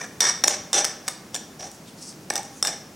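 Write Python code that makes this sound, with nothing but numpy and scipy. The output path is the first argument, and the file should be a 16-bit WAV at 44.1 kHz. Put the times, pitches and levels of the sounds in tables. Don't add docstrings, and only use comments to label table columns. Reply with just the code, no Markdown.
import sys
import numpy as np
from scipy import signal
from scipy.fft import rfft, irfft
from scipy.io import wavfile
from scipy.ndimage import uniform_filter1d

SR = 44100
rng = np.random.default_rng(int(sys.argv[2]) if len(sys.argv) > 2 else 0)


def invert_db(level):
    return 10 ** (np.asarray(level, dtype=float) / 20)


def int16_out(signal):
    q = np.round(np.clip(np.atleast_2d(signal).T, -1, 1) * 32767)
    wavfile.write(sys.argv[1], SR, q.astype(np.int16))


N = 130095
TIME_S = np.arange(N) / SR


def unit(x):
    return x / np.sqrt(np.mean(x ** 2))


def butter(x, order, hz, kind="low"):
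    return signal.sosfilt(signal.butter(order, hz, kind, fs=SR, output="sos"), x)


def colour(x, points):
    hz, db = np.array(points, float).T
    f = np.maximum(np.fft.rfftfreq(4096, 1 / SR), 1)
    log_gain = np.interp(np.log(f), np.log(hz), db) * np.log(10) / 20
    cepstrum = irfft(log_gain)
    cepstrum[1:2048] *= 2
    cepstrum[2049:] = 0
    impulse = irfft(np.exp(rfft(cepstrum)))
    return signal.fftconvolve(x, impulse)[:len(x)]


def walk(rate_hz):
    k = int(SR / rate_hz)
    return unit(uniform_filter1d(uniform_filter1d(rng.standard_normal(N), k), k))


def gate(t0, t1, edge_s):
    lift_s = max(edge_s, 0.04)
    rise = np.clip((TIME_S - t0) / edge_s + (t0 <= 0), 0, 1)
    fall = np.clip((t1 - TIME_S) / lift_s + 0.5, 0, 1)
    return rise * fall


def grit():
    impacts_per_s, spread_db, judder_db = 9000, 2.5, 2.3
    size = invert_db(spread_db * np.minimum(rng.exponential(size=N), 3))
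    hits = (rng.random(N) < impacts_per_s / SR) * rng.standard_normal(N) * size
    return unit(hits * invert_db(judder_db * walk(150)))


# start t/s, end t/s, treble level/dB, low level/dB, favoured low f/Hz
SCRAPE_STROKES = [(0, 0.058, -35.5, -37, 1400), (0.207, 0.309, -17, -28.5, 1450),
                  (0.446, 0.473, -50, -22.5, 624), (0.482, 0.56, -29, -28.5, 670),
                  (0.729, 0.812, -17, -23.5, 636), (0.809, 0.851, -58, -27, 1020),
                  (0.84, 0.917, -34, -39, 1120), (1.058, 1.115, -41, -38, 870),
                  (1.322, 1.435, -45, -45, 770), (1.587, 1.685, -39, -38.5, 780),
                  (2.313, 2.409, -43, -33.5, 765), (2.634, 2.686, -28, -29, 810),
                  (2.673, 2.75, -36, -35, 900)]


def scrapes():
    edge_s, fade_db_per_s, spoon_db = 0.017, 38, -18
    push, favour_hz = np.zeros((3, N)), np.full((2, N), 5800.)
    rub = unit(butter(grit(), 2, 8500))
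    for t0, t1, high_db, low_db, low_hz in SCRAPE_STROKES:
        fade = invert_db(-fade_db_per_s * np.clip(TIME_S - t0, 0, 1))
        stroke = rub * gate(t0, t1, edge_s) * fade
        push += stroke * invert_db([[high_db], [low_db], [high_db + spoon_db]])
        favour_hz[1, stroke != 0] = low_hz
    return push, favour_hz


def ring(push, modes, drift, favour_hz, slope_db_per_oct, partner=1):
    spot_db = 1.5
    spot = np.searchsorted(np.array(CLINK_BLOWS)[:, 0], TIME_S)
    chance = rng.standard_normal((len(CLINK_BLOWS) + 1, len(modes)))
    out = np.zeros(N)
    for k, (hz, db, t60_s) in enumerate(modes):
        pole = np.exp(-np.log(1000) / (t60_s * SR))
        carrier = np.exp(2j * np.pi * np.cumsum(hz * (1 + drift * walk(28))) / SR)
        octaves = np.log2(hz / favour_hz)
        distance = np.minimum(abs(octaves), abs(octaves - np.log2(partner)))
        share = invert_db(spot_db * chance[spot, k] - slope_db_per_oct * distance)
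        envelope = signal.lfilter([np.sqrt(1 - pole ** 2)], [1, -pole], push * share / carrier)
        out += invert_db(db) * (envelope * carrier).imag
    return out


# f/Hz, level/dB, t60/s
LOW_MODES = [(358, -9.5, .025), (604.5, -12, 0.079), (794, -2, 0.032), (1157, -10, 0.0073),
             (1807, 3, 0.017), (2230, 2.5, 0.012)]
# f/Hz, level/dB, t60/s
HIGH_MODES = [(4255, -5, 0.012), (5363, -8, 0.029), (5800, -3.5, 0.014), (6410, -4, 0.0038),
              (7880, -7, 0.012), (8393, -14.5, 0.031), (9870, -11, 0.024)]


def saucer(high, low, favour_hz):
    high_hz, low_hz = favour_hz
    clack = ring(high, HIGH_MODES, 0.012, high_hz, 51, partner=1.48)
    return clack + ring(low, LOW_MODES, 0.024, low_hz, 13.5)


# f/Hz, level/dB, t60/s
SPOON_MODES = [(3590, 0, .05), (7197, 0, .1), (9242, -9, .08)]


def spoon(push):
    return ring(push, SPOON_MODES, 0.005, 1, 0)


# f/Hz, level/dB
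RASP_COLOUR = [(300, -27), (1200, -8), (2800, -22), (4000, -19), (6000, -20), (8500, -29), (16000, -65)]


def rasp(high):
    return colour(high, RASP_COLOUR)


def grind(low):
    return invert_db(-10) * butter(low, 2, [1350, 3570], "band")


def saucer_and_spoon():
    push, favour_hz = scrapes()
    add_clinks(push, favour_hz)
    high, low, metal = push
    out = saucer(high, low, favour_hz) + spoon(metal) + rasp(high) + grind(low)
    return butter(out, 4, 300, "high")


# f/Hz, level/dB
HUM_COLOUR = [(15, -93), (25, -22.5), (182, 3), (952, -12.5), (1980, -18.5), (3910, -22.5), (5570, -18),
              (14800, -30), (16500, -27)]
# f/Hz, level/dB
HUM_SIDE_COLOUR = [(100, -31), (2500, -3), (14000, -21)]


def hum():
    level_db, wander_db = -44.5, 0.5
    mid = colour(rng.standard_normal(N), HUM_COLOUR)
    side = colour(colour(rng.standard_normal(N), HUM_COLOUR), HUM_SIDE_COLOUR)
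    gain = invert_db(level_db + wander_db * walk(1.4)) / np.std(mid)
    return gain * (mid + side * np.array([[1], [-1]]))


def counter_bounce(near):
    delay, centre_hz, level_db = 40, 3040, -18
    late = np.r_[np.zeros(delay), near[:-delay]]
    side = invert_db(level_db) * butter(late, 2, [centre_hz / 4, centre_hz * 3], "band")
    return side * np.array([[1], [-1]])


# f/Hz, t60/s
KITCHEN_DECAY = [(500, 0.78), (5000, .5), (12000, 0.16)]


def kitchen(x):
    gap_s, level_db, alike = 0.006, -10, 0.93
    t = np.arange(int(0.7 * SR)) / SR
    hz, t60_s = np.array(KITCHEN_DECAY).T
    tail = np.zeros((2, len(t)))
    for f in 250 * 2 ** np.arange(0, 6.1, 0.5):
        decay_s = np.interp(np.log(f), np.log(hz), t60_s)
        band = butter(rng.standard_normal((2, len(t))), 2, [f / 2 ** 0.25, f * 2 ** 0.25], "band")
        tail += band * invert_db(-60 * t / decay_s) / np.sqrt(decay_s)
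    tail *= np.clip(t / gap_s - 1, 0, 1)
    mid, side = np.sqrt((1 + alike) / 2) * tail[0], np.sqrt((1 - alike) / 2) * tail[1]
    tail = mid + side * np.array([[1], [-1]])
    tail *= invert_db(level_db) / np.sqrt(np.sum(tail[0] ** 2))
    return signal.fftconvolve(x[None], tail, axes=1)[:, :N]


# t/s, level/dB, low knock re level/dB, spoon ring re level/dB, favoured treble f/Hz
CLINK_BLOWS = [(0.205, -3.5, -17, -4, 5540), (.209, -9, -4.5, -11, 5800), (0.4381, -5, -9, -19, 5830),
               (0.4417, -7, 5.5, -11, 5560), (0.4754, -9.5, -23, -20, 5250), (0.4801, -3.5, 1, -8, 5800),
               (0.7305, -7, -19, -3, 5920), (0.845, -9, -27, -27, 6400), (0.8497, -5.5, -25, -30, 5010),
               (1.0798, -10.5, -9, -43, 6030), (1.0839, -10, -39, -16, 5800), (1.3445, -17.5, -52, 2, 5700),
               (1.3516, -14.5, -2, -7.5, 5800), (1.3612, -19.5, 3, -22, 5460),
               (2.3017, -11.5, -16, -28, 5630), (2.305, -16.5, 14.5, -17, 5260),
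               (2.3559, -13, -15, -6, 5800), (2.3634, -16, -41, -28, 5870), (2.378, -18, -27, -26, 5800),
               (2.6265, -5.5, -26, -10.5, 5370), (2.6497, -10.5, -29, -5, 5200),
               (2.6592, -16.5, -24, -7, 5000), (2.671, -10.5, -11, -10, 5650), (2.679, -18, -26, -10, 5450)]


def add_clinks(push, favour_hz):
    blow_db, chatter_db, chatter_s = 12, -12.5, 0.0025
    u = TIME_S[:260]
    for s, db, low_db, ring_db, hz in CLINK_BLOWS:
        i = int(s * SR)
        hit = i + 20
        burst = invert_db(chatter_db) * rng.standard_normal(len(u)) * np.exp(-(u / chatter_s) ** 2)
        burst[20] += 1
        push[0, i:i + len(u)] += burst * invert_db(db + blow_db)
        push[1, hit:hit + 20] += invert_db(db + blow_db + low_db) * np.hanning(20) / 10
        push[2, hit] += invert_db(db + blow_db + ring_db)
        favour_hz[:, i:i + len(u)] = [[hz], [1250]]


# t/s, level/dB, f/Hz
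FAINT_CLINKS = [(1.6078, -18.5, 4500), (1.631, -18, 2370), (1.716, -20.5, 7540), (2.127, -27, 4600),
                (2.338, -12, 7900), (2.432, -18, 7900)]


def faint_clinks():
    decay_s = 0.00014
    out, u = np.zeros(N), TIME_S[:300]
    for s, db, hz in FAINT_CLINKS:
        i = int(s * SR)
        out[i:i + 300] += invert_db(db) * np.sin(2 * np.pi * hz * u) * np.exp(-u / decay_s)
    return out


def noise_band(phase, width_hz):
    a, b = (unit(butter(rng.standard_normal(N), 2, width_hz / 2)) for _ in range(2))
    return a * np.cos(phase) + b * np.sin(phase)


# start t/s, end t/s, level/dB, hollow from f/Hz, hollow to f/Hz
PASTE_SMEARS = [(1.7, 1.77, -56, 7000, 6900), (1.84, 1.92, -53.5, 3350, 3470),
                (1.967, 2.116, -45.5, 4900, 5875), (2.418, 2.62, -56.5, 6800, 6460)]


def smears():
    edge_s, width_hz, wander_db = 0.045, 1150, 3.6
    upper_ratio, upper_db, broad_db = 1.45, -7.5, -0.5
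    out = np.zeros(N)
    for t0, t1, db, hz0, hz1 in PASTE_SMEARS:
        phase = 2 * np.pi * np.cumsum(np.interp(TIME_S, [t0, t1], [hz0, hz1])) / SR
        hiss = noise_band(phase, width_hz) + invert_db(upper_db) * noise_band(upper_ratio * phase, width_hz)
        broad = unit(butter(rng.standard_normal(N), 4, [4500, 10000], "band"))
        level = invert_db(db + wander_db * walk(55)) * gate(t0, t1, edge_s)
        out += level * (hiss + invert_db(broad_db) * broad)
    return out


def scene():
    near = saucer_and_spoon() + faint_clinks() + smears()
    return near + counter_bounce(near) + kitchen(near) + hum()


def roll_off(x):
    return signal.sosfilt(signal.butter(12, 16730, fs=SR, output="sos"), x)


def record(dry):
    mix = signal.sosfilt(signal.ellip(8, 0.2, 70, 16000, fs=SR, output="sos"), dry)
    return roll_off(mix)


dry = scene()
out = record(dry)
int16_out(out)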